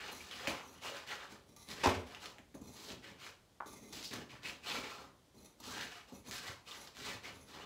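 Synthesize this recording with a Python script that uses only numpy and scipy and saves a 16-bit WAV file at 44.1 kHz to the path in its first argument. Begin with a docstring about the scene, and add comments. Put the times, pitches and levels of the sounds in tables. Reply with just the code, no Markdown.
"""A small wooden room, where a worker pushes a steel scraper under the dry coating of a sandy wall.
Each push crackles over hissing sand, a hollow rasp of loose sheet and the rumble of the panel.
The blade judders, knocks on the wall and sings as it slides on sand; larger pieces snap off.
A large sheet crashes onto the floorboards, and later a small chip lands with a tick."""
import sys
import numpy as np
from scipy import signal
from scipy.io import wavfile

SR = 44100
rng = np.random.default_rng(int(sys.argv[2]) if len(sys.argv) > 2 else 0)


def to_wav(s):
    """Save 16-bit WAV."""
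    ch = np.atleast_2d(s).T  # columns
    pcm = np.round(np.clip(ch, -1, 1) * 32767)  # PCM
    wavfile.write(sys.argv[1], SR, pcm.astype(np.int16))


N = 337627
TIME = np.arange(N) / SR

# pushes of the scraper: t/s, swell/s, hold/s, crackle/dB, sand/dB, rasp/dB, wall rumble/dB
PUSHES = [ (0.0, 0.0017, 0.085, -46, -56.5, -52.5, -62), (0.131, 0.035, 0.11, -59.5, -56.5, -58.5, -64),
          (0.28, 0.051, 0.12, -49, -54.5, -59, -61), (0.36, 0.066, 0.15, -47.5, -58, -48.5, -65),
          (0.471, 0.0023, 0.0028, -47, -41, -46, -68), (0.71, 0.053, .03, -63.5, -72, -65, -70),
          (0.795, 0.062, 0.036, -44, -49.5, -46.5, -60.5), (0.919, 0.035, 0.024, -46.5, -54.5, -55.5, -63),
          (1.055, 0.031, 0.046, -44.5, -52, -51, -62), (1.164, 0.045, 0.047, -54.5, -62.5, -57, -69),
          (1.285, 0.018, 0.0077, -56.5, -57, -55.5, -59.5), (1.66, 0.056, 0.0088, -52, -49.5, -52, -52),
          (1.74, 0.06, 0.087, -48, -55, -57.5, -54), (2.036, 0.04, 0.088, -58.5, -63.5, -57, -66),
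          (2.182, 0.067, 0.012, -50, -53, -52.5, -63), (2.70, 0.11, 0.075, -61, -54, -60.5, -63),
          (2.853, 0.048, .015, -54, -55.5, -60, -52), (3.014, 0.025, .06, -53, -61, -62.5, -62),
          (3.17, 0.057, 0.037, -51.5, -55.5, -59, -65), (3.907, 0.035, 0.058, -53.5, -50.5, -60.5, -56.5),
          (4.016, 0.03, .015, -67, -48, -78, -76), (4.104, 0.011, 0.051, -47, -52, -55, -52.5),
          (4.28, 0.028, 0.025, -52, -63, -58.5, -64), (4.412, 0.047, 0.026, -44, -49, -52, -58),
          (4.605, 0.093, 0.057, -42, -47, -50.5, -54), (4.69, 0.04, 0.053, -46, -50.5, -46, -69),
          (4.82, 0.023, .015, -44.5, -53.5, -52.5, -66), (4.87, 0.025, 0.052, -53, -55.5, -53.5, -64),
          (4.97, 0.012, 0.039, -60, -62, -53, -60.5), (5.57, 0.13, 0.017, -59, -49.5, -56.5, -54.5),
          (5.665, .08, 0.1, -46, -51, -55, -57.5), (5.894, 0.027, 0.049, -51, -57, -58, -73),
          (6.07, 0.017, 0.0077, -65.5, -63.5, -64.5, -80), (6.23, 0.039, .01, -63, -60, -60.5, -62),
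          (6.305, 0.015, 0.065, -47.5, -48, -57.5, -59.5), (6.415, 0.033, 0.032, -47.5, -49, -50.5, -61.5),
          (6.645, 0.039, 0.063, -51.5, -54.5, -58.5, -67), (6.77, 0.032, .07, -65, -61.5, -63, -75),
          (6.92, 0.091, 0.059, -52.5, -53, -61, -56.5), (7.005, 0.083, 0.024, -44, -48, -49.5, -73),
          (7.21, .05, 0.019, -48, -54.5, -53.5, -62), (7.32, 0.02, 0.018, -80, -71, -67, -64),
          (7.44, 0.048, 0.067, -60.5, -60.5, -63, -66), (7.52, 0.026, 0.078, -53, -61, -52.5, -60)]
# bare steel slides on sand between pushes: t/s, swell/s, hold/s, steel/dB, wall rumble/dB
SLIDES = [(0.105, 0.024, .025, -52, -72), (0.60, 0.049, 0.12, -62.5, -64),
          (1.46, 0.0063, 0.068, -66.5, -64.5), (1.562, .008, 0.13, -62, -69),
          (2.545, .006, 0.0076, -63, -57), (2.61, 0.032, 0.12, -61, -63),
          (3.656, 0.0065, 0.11, -54.5, -59.5), (3.80, .03, 0.075, -61, -59.5),
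          (5.34, 0.034, 0.055, -64, -62), (5.444, .006, 0.0067, -61, -74), (6.115, 0.026, 0.03, -60.5, -61),
          (6.235, 0.037, 0.025, -55.5, -63), (6.74, 0.027, 0.051, -61, -63), (7.28, 0.033, .11, -65, -62)]
CRACKLE_COLUMN, SAND_COLUMN, RASP_COLUMN, STEEL_COLUMN, RUMBLE_COLUMN = 3, 4, 5, 3, -1
# the blade knocks on the wall: t/s, thud/dB, f/Hz, steel clink/dB
KNOCKS = [(0.125, -44, 373, -60), (0.147, -60, 373, -54), (.4745, -30.5, 605, -67.5),
          (0.498, -46, 310, -70), (1.321, -50, 254, -52), (1.563, -72, 278, -51), (1.687, -53, 179, -51),
          (2.387, -49, 704, -60), (2.543, -46, 277, -54), (2.551, -43.5, 620, -66),
          (2.614, -39.5, 275, -54), (2.677, -45.5, 396, -61), (2.923, -51, 200, -70),
          (3.112, -47.5, 172, -67), (3.659, -48, 400, -61), (3.926, -66, 400, -43), (4.134, -44, 300, -37),
          (4.182, -43, 164, -70), (4.215, -47, 165, -75), (4.331, -47, 142, -75), (4.777, -39, 260, -63),
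          (5.343, -55, 373, -62), (5.446, -72, 298, -55), (5.601, -54, 298, -46), (6.121, -42.5, 258, -61),
          (6.281, -45, 224, -58), (6.488, -44, 93, -68), (7.08, -43.5, 374, -70), (7.142, -47, 106, -73)]
# spectrum of rubbed sand: f/Hz, level/dB
SAND_HISS = [(1200, -27.5), (2800, -1.5), (4000, 2.5), (5200, 0), (6600, -4), (7600, -4), (8600, -12.5),
             (11000, -15.5), (15500, -16)]
# as the hand eases off, sand and crackle stop first; the loose sheet and the panel linger
SAND_RELEASE_S, CRACKLE_RELEASE_S, RASP_RELEASE_S, PANEL_RELEASE_S = 0.042, 0.039, 0.054, 0.061


def amp(db):
    """Decibels to gain."""
    return 10 ** (np.asarray(db) / 20)


def unit(x):
    """Scales to rms 1."""
    return x / np.sqrt(np.mean(x ** 2) + 1e-20)


def read(points, hz):
    """Reads a table on a log-frequency axis."""
    f, value = np.transpose(points)
    return np.interp(np.log(hz + 1), np.log(f + 1), value)


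def add(mix, s, sound):
    """Mixes a sound in at time s."""
    part = mix[max(round(s * SR), 0):][:len(sound)]
    part += sound[:len(part)]


def colour(x, spectrum, size=4096):
    """Minimum-phase EQ of unit energy with the given spectrum."""
    log_gain = np.log(amp(read(spectrum, abs(np.fft.fftfreq(size, 1 / SR)))))
    taps = np.fft.ifft(np.exp(np.conj(signal.hilbert(log_gain)))).real
    return signal.oaconvolve(x, taps / np.linalg.norm(taps))[:len(x)]


def ring(x, modes, size=12000):
    """Passes x through a body with these resonances, at unit energy."""
    t = np.arange(size) / SR
    taps = sum(amp(db) * width * np.exp(-np.pi * width * t) * np.cos(2 * np.pi * hz * t)
               for hz, width, db in modes)
    return signal.oaconvolve(x, taps / np.linalg.norm(taps))[:len(x)]


def resonate(x, hz, width_hz):
    """A resonance of gain 1 whose pitch follows the curve hz."""
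    turn = np.exp(2j * np.pi * np.cumsum(hz * np.ones(len(x))) / SR)
    pole = np.exp(-np.pi * width_hz / SR)
    return 2 * (turn * signal.lfilter([1 - pole], [1, -pole], x * turn.conj() + 1e-18)).real


def burst(swell_s):
    """Envelope that swells to 1 in the given time and dies away."""
    u = np.arange(SR // 4) / SR / swell_s
    return u * np.exp(1 - u)


def pulse(hz, cycles):
    """A pitched blow that swells over this many cycles and dies away."""
    shape = burst(cycles / hz)
    return shape * np.sin(2 * np.pi * hz * np.arange(len(shape)) / SR)


def wander(per_s):
    """Slow random modulation of rms 1."""
    knots = np.arange(0, N / SR + 1, 1 / per_s)
    return unit(np.interp(TIME, knots, rng.standard_normal(len(knots))))


def grains(per_s, spread_db):
    """Random tiny fractures: many small, a few large."""
    size = amp(spread_db * np.minimum(rng.exponential(1, N), 5))
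    return unit(size * rng.choice([-1, 1], N) * (rng.random(N) < per_s / SR))


def effort(moves, column, release_s, lag_s=0):
    """Envelope of one layer: each hand movement builds, holds and lets go; overlaps add in power."""
    t, power = np.arange(SR) / SR, np.zeros(N)
    for move in moves:
        start, swell, hold = move[:3]
        build = np.sin(np.pi / 2 * np.minimum(t / swell, 1)) ** 2
        let_go = np.exp(-np.maximum(t - swell - hold, 0) / release_s)
        add(power, start + lag_s, (amp(move[column]) * build * let_go) ** 2)
    return np.sqrt(power)


def flakes(per_s, spread_db, cycles, shift_db, bands=24):
    """Flakes ring for a few cycles, each at its own pitch; the sizes that break keep shifting."""
    out, t = np.zeros(N), np.arange(SR // 50) / SR
    for hz in np.geomspace(500, 9000, bands):
        ping = np.exp(-t * hz / cycles) * np.sin(2 * np.pi * hz * t)
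        cracks = grains(per_s / bands, spread_db) * amp(shift_db * wander(per_s=25))
        out += np.sqrt(hz) * unit(signal.oaconvolve(cracks, ping)[:N])
    return unit(out)


def peeling():
    """The coating cracks and sand rubs loose in stick-slip surges; the cracks ring the lifted flap."""
    # spectrum of the cracking coating: f/Hz, level/dB
    crackle_eq = [(300, -33), (900, -17), (1400, -1), (1800, 0.5), (2400, 0), (3400, -2), (5000, -10.5),
                  (8000, -25), (16000, -25)]
    # hollow spectrum of the loose sheet: f/Hz, level/dB
    rasp_eq = [(150, -30), (400, 5.5), (600, -1.5), (800, -1), (1030, 2), (1300, -0.5), (1900, -11),
               (5000, -46)]
    surges = amp(1.45 * wander(per_s=64))
    cracks = unit(colour(flakes(per_s=5000, spread_db=2.5, cycles=3.3, shift_db=2.5), crackle_eq))
    flap_hz = 2190 * 2 ** (0.428 * wander(per_s=14))  # the flap keeps changing size
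    flap = unit(resonate(cracks, flap_hz, width_hz=200))
    crackle = amp(-2.5) * cracks + amp(-10.5) * flap
    crackle *= effort(PUSHES, CRACKLE_COLUMN, CRACKLE_RELEASE_S)
    sand = colour(grains(per_s=6000, spread_db=3.5), SAND_HISS)
    sand *= effort(PUSHES, SAND_COLUMN, SAND_RELEASE_S)
    rasp = unit(colour(flakes(per_s=3000, spread_db=2.0, cycles=3.03, shift_db=3.5), rasp_eq))
    rasp *= effort(PUSHES, RASP_COLUMN, RASP_RELEASE_S, lag_s=0.0047)  # the sheet must first come loose
    return surges * (crackle + amp(0.66) * (sand + rasp))


def blade():
    """Sand rings the steel, whose modes shift as it bends; it sings in a slide, softer in a push."""
    # modes of the steel: f/Hz, width/Hz, level/dB
    steel_modes = [(883, 133, 0), (1200, 92, 0), (2143, 160, -3), (2500, 150, -3.5), (3620, 99, -4),
                   (4060, 125, -1.5), (5835, 98, 2.5), (6220, 114, -1), (6530, 89, 0.5), (7300, 69, -9),
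                   (9500, 110, -4), (10370, 135, -0.5), (11300, 110, -8.5), (12850, 100, -8),
                   (13950, 110, -17), (14520, 81, -13), (15500, 110, -17)]
    sliding = amp(-4.0) * effort(SLIDES, STEEL_COLUMN, release_s=0.039)
    pushing = amp(-12.5) * effort(PUSHES, SAND_COLUMN, SAND_RELEASE_S)
    contact = (sliding + pushing) * amp(2.13 * wander(per_s=65))
    for s, _, _, clink_db in KNOCKS:
        add(contact, s, amp(clink_db - 7) * burst(0.002))
    grit = contact * grains(per_s=4000, spread_db=2.5)
    bend = 1 + 0.013 * wander(per_s=4)
    singing = np.zeros(N)
    for hz, width, db in steel_modes:
        # the point of contact roams along the edge and favours now one mode, now another
        singing += resonate(grit * amp(db + 2.9 * wander(per_s=26)), hz * bend, width)
    return amp(9.5) * singing + amp(-10.5) * colour(grit, SAND_HISS)


def wall():
    """The panel rumbles under the scraper; each knock is a thud with a short woody rattle."""
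    # spectrum of the wall panel: f/Hz, level/dB
    panel_eq = [(25, -21), (50, -5.5), (70, -2), (100, -3.5), (150, 0.5), (200, -2.5), (260, 0.5),
                (350, -1.5), (440, -4), (600, -10.5), (1200, -19.5), (4000, -82)]
    thuds = np.zeros(N)
    force = np.hypot(effort(PUSHES, RUMBLE_COLUMN, PANEL_RELEASE_S),
                     effort(SLIDES, RUMBLE_COLUMN, PANEL_RELEASE_S))
    for s, db, hz, _ in KNOCKS:
        add(thuds, s, amp(db - 3.0) * pulse(hz, cycles=1.0))
        add(force, s, amp(db - 10.5) * burst(0.0074))
    return thuds + colour(force * grains(per_s=1800, spread_db=2.0), panel_eq)


def room_tone():
    """A faint, steady bed of dark noise."""
    # spectrum of the room's air: f/Hz, level/dB
    air_eq = [(15, -67), (25, -31), (37, -9.5), (59, -4.5), (75, -6.5), (469, -15), (1450, -24.5),
              (2770, -28), (3170, -25), (3830, -26.5), (5430, -28), (5880, -28), (15500, -39)]
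    return amp(-68) * colour(rng.standard_normal(N), air_eq)


def judders():
    """Uneven slips of the edge ring one stiff patch of coating: a short pitched rasp."""
    # judders of the edge: t/s, level/dB, f/Hz, swell/s
    cues = [(.078, -50, 2800, 0.0077), (0.201, -45, 2450, 0.006), (0.314, -44, 3230, 0.0017),
            (1.105, -44.5, 1450, 0.014), (4.05, -45.5, 4800, 0.0087), (4.441, -46.5, 2580, 0.018),
            (4.836, -47, 1610, 0.0068), (5.77, -47, 926, 0.0075)]
    out = np.zeros(N)
    for s, db, hz, swell_s in cues:
        shape = burst(swell_s)
        slips = rng.standard_normal(len(shape))
        patch = resonate(resonate(slips, hz, 0.18 * hz), hz, 0.2 * hz)
        add(out, s, amp(db) * shape * unit(patch))
    return out


def snaps():
    """A larger piece breaks: one sharp pulse and a short spray of grit."""
    # breaks in the coating: t/s, level/dB, f/Hz
    cues = [(0.08, -48, 2380), (0.312, -34.5, 3180), (0.473, -20, 2250), (1.075, -43, 2050),
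            (1.688, -37, 4040), (1.714, -32.5, 3730), (2.148, -34, 2770), (2.258, -36.5, 3730),
            (2.384, -43.5, 1930), (2.543, -51.5, 1840), (2.903, -35.5, 3130), (3.266, -40, 1600),
            (3.926, -42, 5540), (4.028, -34, 4870), (4.056, -49, 5050), (4.131, -37, 4000),
            (4.433, -40, 2970), (4.497, -34.5, 2820), (5.774, -59, 1100), (5.811, -32.5, 3340),
            (6.312, -40.5, 4200), (6.874, -37.5, 4530), (6.969, -38.5, 2700)]
    # spectrum of the thrown grit: f/Hz, level/dB
    spray_eq = [(30, -34), (150, -7), (700, -3), (2500, 2.5), (6500, -4), (9000, -17), (15000, -17)]
    cracks, spray = np.zeros(N), np.zeros(N)
    t = np.arange(SR // 10) / SR
    for s, db, hz in cues:
        add(cracks, s, amp(db + 1.0) * pulse(hz, cycles=0.55))
        add(spray, s, amp(db - 7.5) * np.exp(-t / 0.0019))
    return cracks + spray * colour(grains(per_s=8100, spread_db=6.0), spray_eq)


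def crash():
    """The falling sheet hits edge first, slaps flat on the boards and crumbles, echoing in the room."""
    # impacts of the sheet: t/s, shatter/dB, floor thud/dB, swell/s
    impacts = [(1.833, -29.5, -38, 0.0092), (1.859, -29.5, -33, 0.0013), (1.87, -38.5, -29.5, 0.0033),
               (1.887, -38, -36, 0.0091), (1.94, -43, -43, 0.0079), (1.983, -57.5, -54, 0.018)]
    # spectrum of the shattering sheet: f/Hz, level/dB
    shatter_eq = [(40, -57), (120, -10), (260, -3.5), (500, -2.5), (800, -3.5), (1050, -1.5), (1400, -9),
                  (2500, -7), (4000, -14.5), (6400, -18.5), (8500, -27), (15500, -44)]
    # modes of the floorboards: f/Hz, width/Hz, level/dB
    floor_modes = [(69, 11, -19), (85, 12, 11.5), (197, 23, -16.5), (265, 22.6, 9), (361, 18, 9),
                   (434, 9.5, 9.5), (568, 25, 2), (727, 16, -13), (764, 15, -5), (980, 32, -4),
                   (1060, 18, -16), (1250, 28, -4)]
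    shatter, thud = np.zeros(N), np.zeros(N)
    for s, shatter_db, thud_db, swell_s in impacts:
        add(shatter, s, amp(shatter_db) * burst(swell_s))
        add(thud, s, amp(thud_db) * burst(swell_s))
    pieces = colour(shatter * grains(per_s=14000, spread_db=2.0), shatter_eq)
    boards = ring(thud * grains(per_s=8800, spread_db=2.5), floor_modes)
    return room(pieces, wet_db=-3.5) + amp(0.5) * room(boards, wet_db=-3.5)


def landings():
    """The falling sheet slaps the floor sharply; later a small chip ticks and rebounds."""
    # slaps of the sheet, then ticks of the chip: t/s, level/dB, f/Hz
    cues = [(1.8382, -31, 1040), (1.8584, -18, 910), (1.8598, -33, 754), (1.868, -28, 885),
            (3.6036, -34, 1180), (3.607, -27.5, 1080), (3.6228, -37.5, 1050)]
    out = np.zeros(N)
    for s, db, hz in cues:
        add(out, s, amp(db) * pulse(hz, cycles=0.51))
    return out


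def room(x, wet_db, size=26000):
    """Direct sound plus dense reflections from close walls, each band dying at its own speed."""
    # decay of the wooden room: f/Hz, t60/s
    decay = [(100, 0.48), (300, 0.4), (1000, 0.33), (2500, 0.32), (6000, 0.27), (14000, 0.21)]
    reflections = rng.choice([-1., 1.], size) * (rng.random(size) < 4000 / SR)
    reflections[:SR // 400] = 0  # pre-delay
    hz, t, bands = signal.stft(reflections, SR, nperseg=256)
    fade = amp(-60 * t / read(decay, hz)[:, None])
    tail = signal.istft(bands * fade, SR, nperseg=256)[1]
    return x + amp(wet_db) * signal.fftconvolve(x, tail / np.linalg.norm(tail))[:N]


def scene():
    """The worker's body shades the wall, so much of the scraping arrives by way of the room."""
    scraping = amp(-4.0) * room(peeling() + judders(), wet_db=-3.5)
    steel = amp(-1.5) * room(blade(), wet_db=-5.0)
    thuds = amp(-2.0) * room(wall(), wet_db=-4.0)
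    breaks = amp(-1.07) * room(snaps(), wet_db=-1.0)
    floor_hits = room(landings(), wet_db=-4)
    return np.tile(scraping + steel + thuds + breaks + floor_hits + room_tone() + crash(), (2, 1))


def record(dry):
    """A mono microphone with a low cut and a steep band limit."""
    low_cut_hz, high_cut_hz = 41, 15750
    lean = signal.sosfilt(signal.butter(2, low_cut_hz, "highpass", fs=SR, output="sos"), dry)
    low_pass = signal.firwin(511, high_cut_hz, window=("kaiser", 9), fs=SR)
    return signal.oaconvolve(lean, low_pass[None], "same")


dry = scene()
out = record(dry)
to_wav(out)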